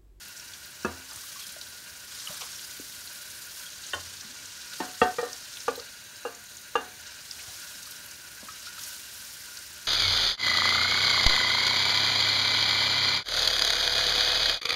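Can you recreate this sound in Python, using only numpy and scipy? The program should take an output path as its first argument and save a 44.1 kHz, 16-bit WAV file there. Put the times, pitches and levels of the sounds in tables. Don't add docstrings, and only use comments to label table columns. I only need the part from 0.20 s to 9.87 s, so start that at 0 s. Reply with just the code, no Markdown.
import sys
import numpy as np
from scipy import signal
from scipy.io import wavfile
from scipy.ndimage import uniform_filter1d

SR = 44100
rng = np.random.default_rng(int(sys.argv[2]) if len(sys.argv) > 2 else 0)


def invert_db(x):
    u = np.asarray(x, float) / 20
    return 10 ** u


def digitize_waveform(pressure):
    field = np.atleast_2d(pressure).T
    bounded = np.clip(field, -1, 1)
    quanta = np.round(bounded * 32767).astype(np.int16)
    wavfile.write(sys.argv[1], SR, quanta)


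N = 426447

# f/Hz, level/dB, t60/s
SET_DOWN_MODES = [(82.4, -37, 0.54), (222, -17, 0.057), (269.5, -44.5, 0.67), (351, -38, 0.33),
                  (367, -18.5, 0.054), (439, -36, 0.19), (473, -31, 0.17), (548, -39, 0.18),
                  (650, -30.5, .06), (715, -42, 0.35), (796, -38, 0.054), (934, -34, 0.15), (960, -42, 0.3),
                  (1124, -27, 0.063), (1166, -40, .17), (1213, -22, 0.058), (1400, -25, 0.07),
                  (1673, -24, 0.06), (1750, -35, .14), (2612, -31, 0.097)]
PUT_BACK_MODES = [(86.5, -40.5, 0.46), (385, -52, .2), (480, -42, 0.21), (580, -35, 0.092),
                  (780, -51, 0.14), (1038, -39, 0.15), (1086, -38, 0.19), (1390, -40, 0.09),
                  (1440, -47, 0.26), (1470, -25, 0.1), (1620, -31, 0.072), (1790, -22, 0.03),
                  (2810, -23.5, 0.041), (3095, -25, 0.092), (3600, -26.5, 0.07), (3600, -42, 0.11)]
NUDGE_MODES = [(194, -36, 0.18), (257, -35, 0.17), (350, -23.5, 0.07), (484, -53, 0.14), (573, -47, 0.22),
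               (740, -36.5, 0.51), (870, -23.5, 0.06), (1065, -39, 0.16), (1180, -44, 0.11),
               (1300, -52, 0.081), (1430, -63, 0.2), (1450, -46, .08), (1534, -52, 0.4), (1860, -32, 0.063),
               (2800, -41, 0.077)]
BANG_MODES = [(78, -28, 0.12), (233, -6, 0.026), (265, -35, 0.2), (402, -29, 0.26), (449, -21.5, 0.19),
              (485, -9.5, 0.07), (620, -32, 0.15), (735, -18.5, 0.54), (888, -19, 0.14), (1090, -43, .25),
              (1160, -15, 0.064), (1270, -7.5, 0.032), (1520, -27, 0.44), (1826, -37, 0.62),
              (1850, -12, 0.035), (2695, -17.5, 0.051), (2812, -32, 0.18), (3310, -24.5, 0.075)]
REBOUND_MODES = [(172, -32, 0.043), (400, -52, .2), (449, -33, 0.12), (485, -19.5, 0.12), (590, -46, .3),
                 (733, -37.5, 0.51), (855, -39, 0.18), (900, -29, 0.081), (1020, -49, 0.37),
                 (1230, -24.5, 0.075), (1400, -39, .14), (1710, -45, .18), (1890, -30, 0.11),
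                 (1854, -41, 0.64), (2385, -38, 0.14)]
SETTLE_MODES = [(382, -47, 0.52), (449, -38, 0.12), (490, -21, 0.12), (590, -51, 0.27), (720, -29, 0.072),
                (890, -34, 0.1), (910, -39, 0.21), (1036, -54, 0.19), (1153, -41, 0.26), (1246, -35, 0.08),
                (1400, -49, 0.15), (1430, -54, 0.46), (1688, -49, 0.089), (1826, -43, 0.27),
                (3980, -44, 0.21)]
SCRUB_A_MODES = [(261, -41.5, 0.26), (394, -44, 0.39), (448, -27.5, 0.17), (486, -17, 0.076),
                 (556, -36, 0.22), (654, -44, 0.33), (735, -44, 0.26), (830, -9.5, 0.018), (950, -34, .1),
                 (1110, -40, 0.2), (1142, -39, 0.11), (1220, -13, 0.038), (1450, -25, 0.051),
                 (1680, -30, 0.059), (1750, -48, 0.13), (2377, -42, 0.15), (2540, -42, 0.12),
                 (2692, -52, 0.2), (2803, -40, 0.087)]
SCRUB_B_MODES = [(261, -47, 0.22), (397, -44, 0.23), (448, -31.5, 0.19), (487, -22.5, 0.086),
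                 (566, -44, 0.23), (705, -48, 0.6), (823, -26.5, 0.044), (1088, -50, .25),
                 (1200, -47, 0.37), (1235, -22.5, 0.026), (1410, -50, .12), (1520, -45, .45),
                 (1680, -43, 0.2), (2370, -50, .12), (2610, -49, .08), (2800, -38.5, 0.14)]
SCRUB_C_MODES = [(256, -47, 0.26), (399, -38, 0.25), (445, -27.5, 0.18), (479, -14.5, 0.053),
                 (518, -36, .12), (735, -38.5, 0.53), (818, -21.5, 0.071), (934, -22, 0.057),
                 (1084, -51, .25), (1197, -10.5, 0.039), (1227, -38, .14), (1390, -30, 0.067),
                 (1523, -35, 0.34), (1660, -24.5, 0.13), (2400, -43, 0.11), (2520, -43, .15),
                 (2670, -42, .07), (2800, -26, 0.16), (3070, -38, 0.13), (3580, -38, 0.16)]
# t/s, contact/s, free ringing until damped/s, clatter level/dB, clatter t60/s
KNOCKS = [
    (0.647, 0.0012, 0.36, -38.5, 0.45),
    (3.733, 0.0014, .3, -35.5, 0.24),
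    (4.601, 0.0019, 0.18, -35.5, 0.36),
    (4.8149, 0.0016, 0.089, -27, 0.3),
    (4.984, 0.0011, 0.17, -37, 0.15),
    (5.027, 0.002, 0.06, -39.5, 0.39),
    (5.48, 0.0019, .3, -34, 0.16),
    (6.0512, 0.00092, 0.33, -45, 0.42),
    (6.554, 0.00067, 0.27, -35.5, 0.39),
]
DISH_MODES = [262, 394, 449, 485, 734, 888, 1185, 1532, 1670, 1826, 2803, 3078]
# t/s, peak level/dB, f/Hz
TICKS = [(.174, -32, 7470), (0.1965, -26, 5540), (.629, -33, 5520), (.648, -28, 5940), (.9098, -31, 4920),
         (.931, -29, 8200), (1.279, -34, 9000), (1.321, -29, 9000), (0.3347, -30, 3370),
         (0.4473, -32, 4520), (0.9587, -25, 8550), (1.1942, -30, 4500), (1.266, -28, 5400),
         (1.29, -25, 3900), (1.4125, -23, 4140), (1.9246, -43, 5000), (2.392, -28, 3530),
         (2.8729, -28, 4160), (3.114, -35, 5190), (3.501, -33, 5950), (3.637, -32, 4320),
         (3.6646, -31, 6650), (3.967, -31, 4220), (4.01, -31, 5420), (4.351, -35, 5220), (4.806, -30, 8000),
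         (4.961, -31, 3680), (4.256, -25, 6300), (5.014, -29, 4930), (5.13, -19.5, 5600),
         (5.337, -31, 4170), (5.3698, -26.5, 3380), (5.402, -28, 5370), (5.1627, -33, 4580),
         (5.481, -26, 6200), (5.554, -29, 4240), (5.597, -27.5, 4180), (6.1474, -31, 6610),
         (6.556, -30, 6440), (7.176, -37, 8500), (7.201, -33, 5440), (7.72, -32, 3600), (8.321, -32, 5400),
         (6.3679, -30, 6710), (7.1102, -17, 4800), (7.6287, -29, 6160), (7.654, -29, 4530),
         (7.7079, -27, 12000), (7.911, -27, 5550), (8.2864, -32, 1560), (8.4716, -36, 4320),
         (8.5909, -30, 3470), (8.635, -22, 6440), (9.371, -21, 4600)]
# t/s, peak level/dB, f/Hz, t60/s
PLOPS = [(1.036, -41, 1135, 0.044), (1.158, -41, 1115, 0.11), (1.364, -38, 650, 0.034),
         (2.072, -42, 1250, 0.048), (2.073, -8, 2980, 0.0095), (2.104, -42, 587, 0.071),
         (2.208, -34.5, 1110, 0.049), (2.222, -48, 480, 0.12), (2.597, -31.5, 380, 0.018),
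         (2.599, -32.5, 250, 0.021), (1.212, -36, 3310, .05), (1.24, -36, 3250, .04),
         (5.575, -42, 830, .04), (5.592, -40, 1200, .04), (5.6, -40, 507, .04), (7.192, -36, 2500, 0.034),
         (3.463, -32, 3250, 0.044), (5.577, -27.5, 484, 0.036), (7.669, -39.5, 1220, 0.036),
         (8.229, -43, 560, 0.048), (8.285, -31, 1260, 0.063), (8.469, -35, 1400, 0.065),
         (8.58, -34.5, 1330, 0.035)]
# t/s, peak level/dB, f/Hz, t60/s
THUDS = [(0.961, -37, 108, 0.063), (1.279, -49, 193, 0.074), (2.096, -33, 167, 0.036),
         (4.043, -44, 210, 0.11), (4.095, -46, 242, 0.12), (7.278, -29, 104, 0.031),
         (8.23, -25, 211, 0.028)]
# t/s, length/s, level/dB, centre f/Hz
SLOSHES = [(0.894, 0.086, -51.5, 953.7), (1.1, 0.044, -68, 1900), (1.187, 0.063, -46.5, 3300),
           (1.902, .025, -52, 2800), (2.02, 0.17, -53, 1070), (2.204, 0.035, -39.5, 2520),
           (2.206, 0.073, -45.5, 1030), (4, 0.28, -68, 259.3), (4.017, 0.041, -53, 1300),
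           (5.571, 0.064, -52, 487), (7.157, 0.23, -60.5, 610), (7.188, 0.025, -45, 2400),
           (8.212, 0.052, -56, 900), (8.448, 0.046, -43, 4104), (8.594, 0.072, -63, 1900)]
# t/s, flow level/dB, lift level/dB
FLOW = [(0.0, -45, -1), (0.83, -46.5, -1), (0.99, -40.5, 0.5), (1.2, -41.5, 0.5), (1.45, -44.5, -0.5),
        (1.86, -45.5, 0), (1.97, -37, -2), (2.3, -38.5, -1), (2.55, -41.5, 0.5), (3.42, -42.5, 0.5),
        (4.28, -41.5, -4.5), (4.6, -41, -1), (5.47, -42, -2.5), (5.76, -46.5, -3), (6.6, -50, -2.5),
        (7.35, -40, -0.5), (7.95, -46, 0), (9.67, -44.5, -1)]
# t/s, flow change/dB, lift change/dB,
# length/s
GUSHES = [(2.102, 0, 2, 0.19), (3.383, 2.5, 0.5, 0.15), (3.5, 0, -1.5, 0.39), (3.654, 3, -0.5, 0.41),
          (4.547, 3, -0.5, 0.19), (4.826, 3.5, -2, 0.024), (5.365, 1.5, 1, 0.15), (6.3, 3.5, 1.5, 0.63),
          (6.856, 4, -14, 0.16), (8.31, 3, -0.5, 0.62), (8.62, 6.5, 1.5, 0.35), (8.952, 3.5, 1.6, 0.78)]
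# f/Hz, density level/dB
SPRAY_SPECTRUM = [(880, -21), (1500, -3.5), (2140, -11.5), (2940, -10.5), (3480, -1), (6370, 0.5),
                  (9470, -4.5), (10300, -5.5), (14000, -10.5), (16000, -25)]
# t/s, share/0-1
DISH_MIRROR = [(0, .04), (3.4, .04), (3.8, .12), (4.5, .04), (5.4, .08), (5.7, .2), (6.2, .3), (6.7, .26),
               (6.95, .04), (9.67, .04)]
# f/Hz, density level/dB
STREAM_SPECTRUM = [(15, -44), (25, -6), (58, -2), (108, -3.5), (516, -12.5), (575, -13), (754, -17.5),
                   (1020, -9.5), (1130, -28.5), (1560, -4), (1890, -6.5), (2910, -12), (3520, -12.5),
                   (6560, -8), (14400, -13.5), (16000, -19)]
# f/Hz, width/Hz, level/dB
BASIN_HUM = [(592, 53, -69), (972, 96, -68), (1449, 57, -59.5), (1538, 150, -55), (2315, 20, -66),
             (2555, 84, -64), (2784, 380, -58.5), (3932, 63, -61), (4420, 120, -63.5), (4690, 210, -66),
             (6580, 300, -74), (9220, 280, -68)]
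# f/Hz, width/Hz, share removed/0-1
HOUSING_DIPS = [(3500, 810, 0.19), (7900, 1670, 0.38), (10430, 810, 0.47), (11680, 1100, 0.3)]

STRIKE_SCATTER = .2
TICK_T60_S, TICK_WIDTH = 0.031, 0.41
HARD_TICK_DB, HARD_SHORTENS = -30, 0.45
STRAY_TICKS, STRAY_DB, STRAY_SPREAD_DB = 110, -37, 2.5
STRAY_HZ, STRAY_OCTAVES = 8000, .4
GUSH_RISE_S = 0.059
MIRROR_LAG_S = .000385
STREAM_DB = -49.5
KITCHEN_T60_S, KITCHEN_DB, WATER_ROOM_DB = .26, -17, -12.5
WALL_CUT_HZ = 3700
LOW_CUT_HZ, TOP_HZ, PEAK_TOP = 47, 15720, .85


def knocks():
    out, t = np.zeros(N), np.arange(SR // 2) / SR
    rings = [SET_DOWN_MODES, PUT_BACK_MODES, NUDGE_MODES, BANG_MODES, REBOUND_MODES, SETTLE_MODES,
             SCRUB_A_MODES, SCRUB_B_MODES, SCRUB_C_MODES]
    dull = signal.butter(6, [200, 1800], "band", fs=SR, output="sos")
    bright = signal.butter(4, [2300, 4600], "band", fs=SR, output="sos")
    for (s, contact, free, clatter_db, tail), modes in zip(KNOCKS, rings):
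        hz, db, t60 = np.transpose(modes)[:, :, None]
        hz = on_dish(hz, t60)
        scatter = STRIKE_SCATTER * rng.uniform(0, 2 * np.pi, (len(modes), 1))
        phase = np.pi * np.arange(len(modes))[:, None] + scatter
        swell = 1 - np.exp(-t * hz * hz / 160)
        partials = swell * invert_db(db - 60 * t / t60) * np.sin(2 * np.pi * hz * t + phase)
        ring = partials.sum(axis=0)
        rattle = rms_one(signal.sosfilt(dull, rng.standard_normal(len(t))))
        crack = rms_one(signal.sosfilt(bright, rng.standard_normal(len(t))))
        clatter = invert_db(clatter_db - 60 * t / tail) * rattle
        clatter += invert_db(clatter_db - 4 - 60 * t / 0.12) * crack
        choke = invert_db(-np.clip(60 * (t - free) / 0.097, 0, 17))
        add(out, s, (1 - np.exp(-t / contact)) * (choke * ring + clatter))
    return out


def on_dish(hz, t60):
    hz = hz.copy()
    for own in DISH_MODES:
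        near = np.abs(np.log(hz / own)) < .035
        if near.any():
            hz[np.argmax(near * t60)] = own
    return hz


def ticks():
    out, t = np.zeros(N), np.arange(SR // 16) / SR
    when = rng.uniform(0, N / SR, STRAY_TICKS)
    strength, pitch = rng.standard_normal((2, STRAY_TICKS))
    stray_db = STRAY_DB + STRAY_SPREAD_DB * strength
    stray_hz = STRAY_HZ * 2 ** (STRAY_OCTAVES * np.clip(pitch, -2, 2))
    for s, db, hz in TICKS + list(zip(when, stray_db, stray_hz)):
        t60 = TICK_T60_S * invert_db(-HARD_SHORTENS * max(db - HARD_TICK_DB, 0))
        width = TICK_WIDTH * hz
        burst = resonate(rng.standard_normal(len(t)), hz, width)
        puff = rms_one(resonate(burst, hz, 2.0 * width))
        ring = np.sin(2 * np.pi * hz * t)
        envelope = invert_db(db - 1.5 - 60 * t / t60) * (1 - np.exp(-t / .0012))
        add(out, s, envelope * (.75 * puff + .45 * ring))
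    return out


def drops(events, spread, rise, swell, gain_db):
    out, t = np.zeros(N), np.arange(SR // 6) / SR
    for s, db, hz, t60 in events:
        off, phase = rng.standard_normal(2)
        turns = 2 * np.pi * hz * (t + rise * t * t)
        second = np.sin(np.exp(spread * np.tanh(off)) * turns + 3 * phase)
        envelope = invert_db(db + gain_db - 60 * t / t60) * (1 - np.exp(-t / swell))
        add(out, s, envelope * (np.sin(turns) + .45 * second))
    return out


def sloshes():
    out, lumpy = np.zeros(N), rng.standard_normal(N) * invert_db(3.1 * drift(25))
    for s, length, db, hz in SLOSHES:
        piece = lumpy[round(s * SR):round((s + length) * SR)]
        wash = rms_one(resonate(resonate(piece, hz, 0.82 * hz), hz, 1.3 * hz))
        add(out, s, invert_db(db) * np.hanning(len(piece)) ** 0.12 * wash)
    return out


def splash():
    t = np.arange(N) / SR
    when, flow, lift = np.transpose(FLOW)
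    level_db = np.interp(t, when, flow)
    spray_db = np.interp(t, when, lift)
    for s, flow_db, lift_db, length in GUSHES:
        gush = np.interp(t, [s - GUSH_RISE_S, s, s + length], [0, 1, 0])
        level_db = level_db + flow_db * gush
        spray_db = spray_db + lift_db * gush
    sizes = invert_db(3.5 * np.minimum(rng.exponential(1, (2, N)), 5)) * rng.choice([-1, 1], (2, N))
    per_second = 4000 * invert_db(3.0 * flicker(25))
    clicks = sizes * (rng.random((2, N)) < per_second / SR)
    white = 0.5 * rms_one(clicks) + 1.0 * rng.standard_normal((2, N))
    tilt_db = 3.5 * (spray_db - spray_db.mean())
    spray = banded_noise(SPRAY_SPECTRUM, white, shared_db=1.0, own_db=1.63, tilt_db=tilt_db)
    return invert_db(level_db - 1.5) * spray


def mirror(x):
    share = np.clip(np.interp(np.arange(N) / SR, *np.transpose(DISH_MIRROR)), 0, .9)
    treble = signal.butter(1, [3200, 10500], "band", fs=SR, output="sos")
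    echo = signal.sosfiltfilt(treble, np.roll(x, round(MIRROR_LAG_S * SR)))
    return (x - share * echo) / np.sqrt(1 + share ** 2)


def stream():
    hiss = banded_noise(STREAM_SPECTRUM, rng.standard_normal((2, N)), shared_db=1.0, own_db=0.7)
    patter = rng.standard_normal(N) * invert_db(2.4 * drift(19))
    hum = np.zeros(N)
    for hz, width, db in BASIN_HUM:
        hum += invert_db(db) * rms_one(resonate(resonate(patter, hz, width), hz, 1.16 * width))
    return invert_db(STREAM_DB) * hiss + hum


def kitchen(x, cut_hz):
    t = np.arange(SR // 2) / SR
    echoes = rng.standard_normal(len(t)) * invert_db(-60 * t / KITCHEN_T60_S) * (t > .004)
    echoes = signal.sosfilt(signal.butter(1, cut_hz, fs=SR, output="sos"), echoes)
    return signal.fftconvolve(x, echoes / np.linalg.norm(echoes))[:N]


def banded_noise(spectrum, white, shared_db, own_db, tilt_db=0):
    out, together = 0, flicker(34)
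    edges = 24 * 2 ** np.arange(0, 9.6, .5)
    for k, (low, high) in enumerate(zip(edges, edges[1:])):
        band_pass = signal.butter(2, [low, high], "band", fs=SR, output="sos")
        band = signal.sosfilt(band_pass, white[k % 2])
        hz = np.sqrt(low * high)
        lift_db = tilt_db * np.clip(np.log2(hz / 7000), 0, 1)
        flicker_db = shared_db * together + own_db * flicker(15.7)
        out = out + band * invert_db(at_hz(spectrum, hz) + lift_db + flicker_db)
    return rms_one(out)


def flicker(rate):
    chance = drift(rate)
    return rms_one(chance - uniform_filter1d(chance, SR // 22))


def drift(rate):
    r = np.exp(-80 * np.pi * rate / SR)
    slow = signal.lfilter([1], [1, -2 * r, r * r], rng.standard_normal(N // 40 + 2002))[2000:]
    return np.interp(np.arange(N) / 40, np.arange(len(slow)), rms_one(slow))


def resonate(x, hz, width_hz):
    r = np.exp(-np.pi * width_hz / SR)
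    poles = [1, -2 * r * np.cos(2 * np.pi * hz / SR), r * r]
    return signal.lfilter([(1 - r * r) / 2, 0, (r * r - 1) / 2], poles, x)


def at_hz(points, hz):
    f, db = np.transpose(points)
    return np.interp(np.log(hz), np.log(f), db)


def rms_one(x):
    return x / np.sqrt(np.mean(x ** 2) + 1e-20)


def add(out, s, piece):
    i = round(s * SR)
    out[i:i + len(piece)] += piece[:N - i]


def scene():
    near = knocks() + ticks() + sloshes()
    near += drops(PLOPS, spread=.12, rise=.7, swell=.002, gain_db=1.5)
    near += drops(THUDS, spread=.2, rise=.3, swell=.005, gain_db=1.5)
    water = mirror(stream() + splash())
    water += invert_db(WATER_ROOM_DB) * kitchen(water, cut_hz=14200)
    return (near + invert_db(KITCHEN_DB) * kitchen(near, WALL_CUT_HZ) + water)[None]


def low_pass(x):
    return signal.sosfilt(signal.butter(12, 16250, fs=SR, output="sos"), x)


def record(dry):
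    x = signal.sosfilt(signal.butter(4, LOW_CUT_HZ, "high", fs=SR, output="sos"), dry)
    x = PEAK_TOP * np.tanh(x / PEAK_TOP)
    for hz, width_hz, share in HOUSING_DIPS:
        x = x - share * resonate(x, hz, width_hz)
    x = signal.sosfilt(signal.ellip(12, .5, 80, TOP_HZ, fs=SR, output="sos"), x)
    return low_pass(x)


dry = scene()
out = record(dry)
digitize_waveform(out)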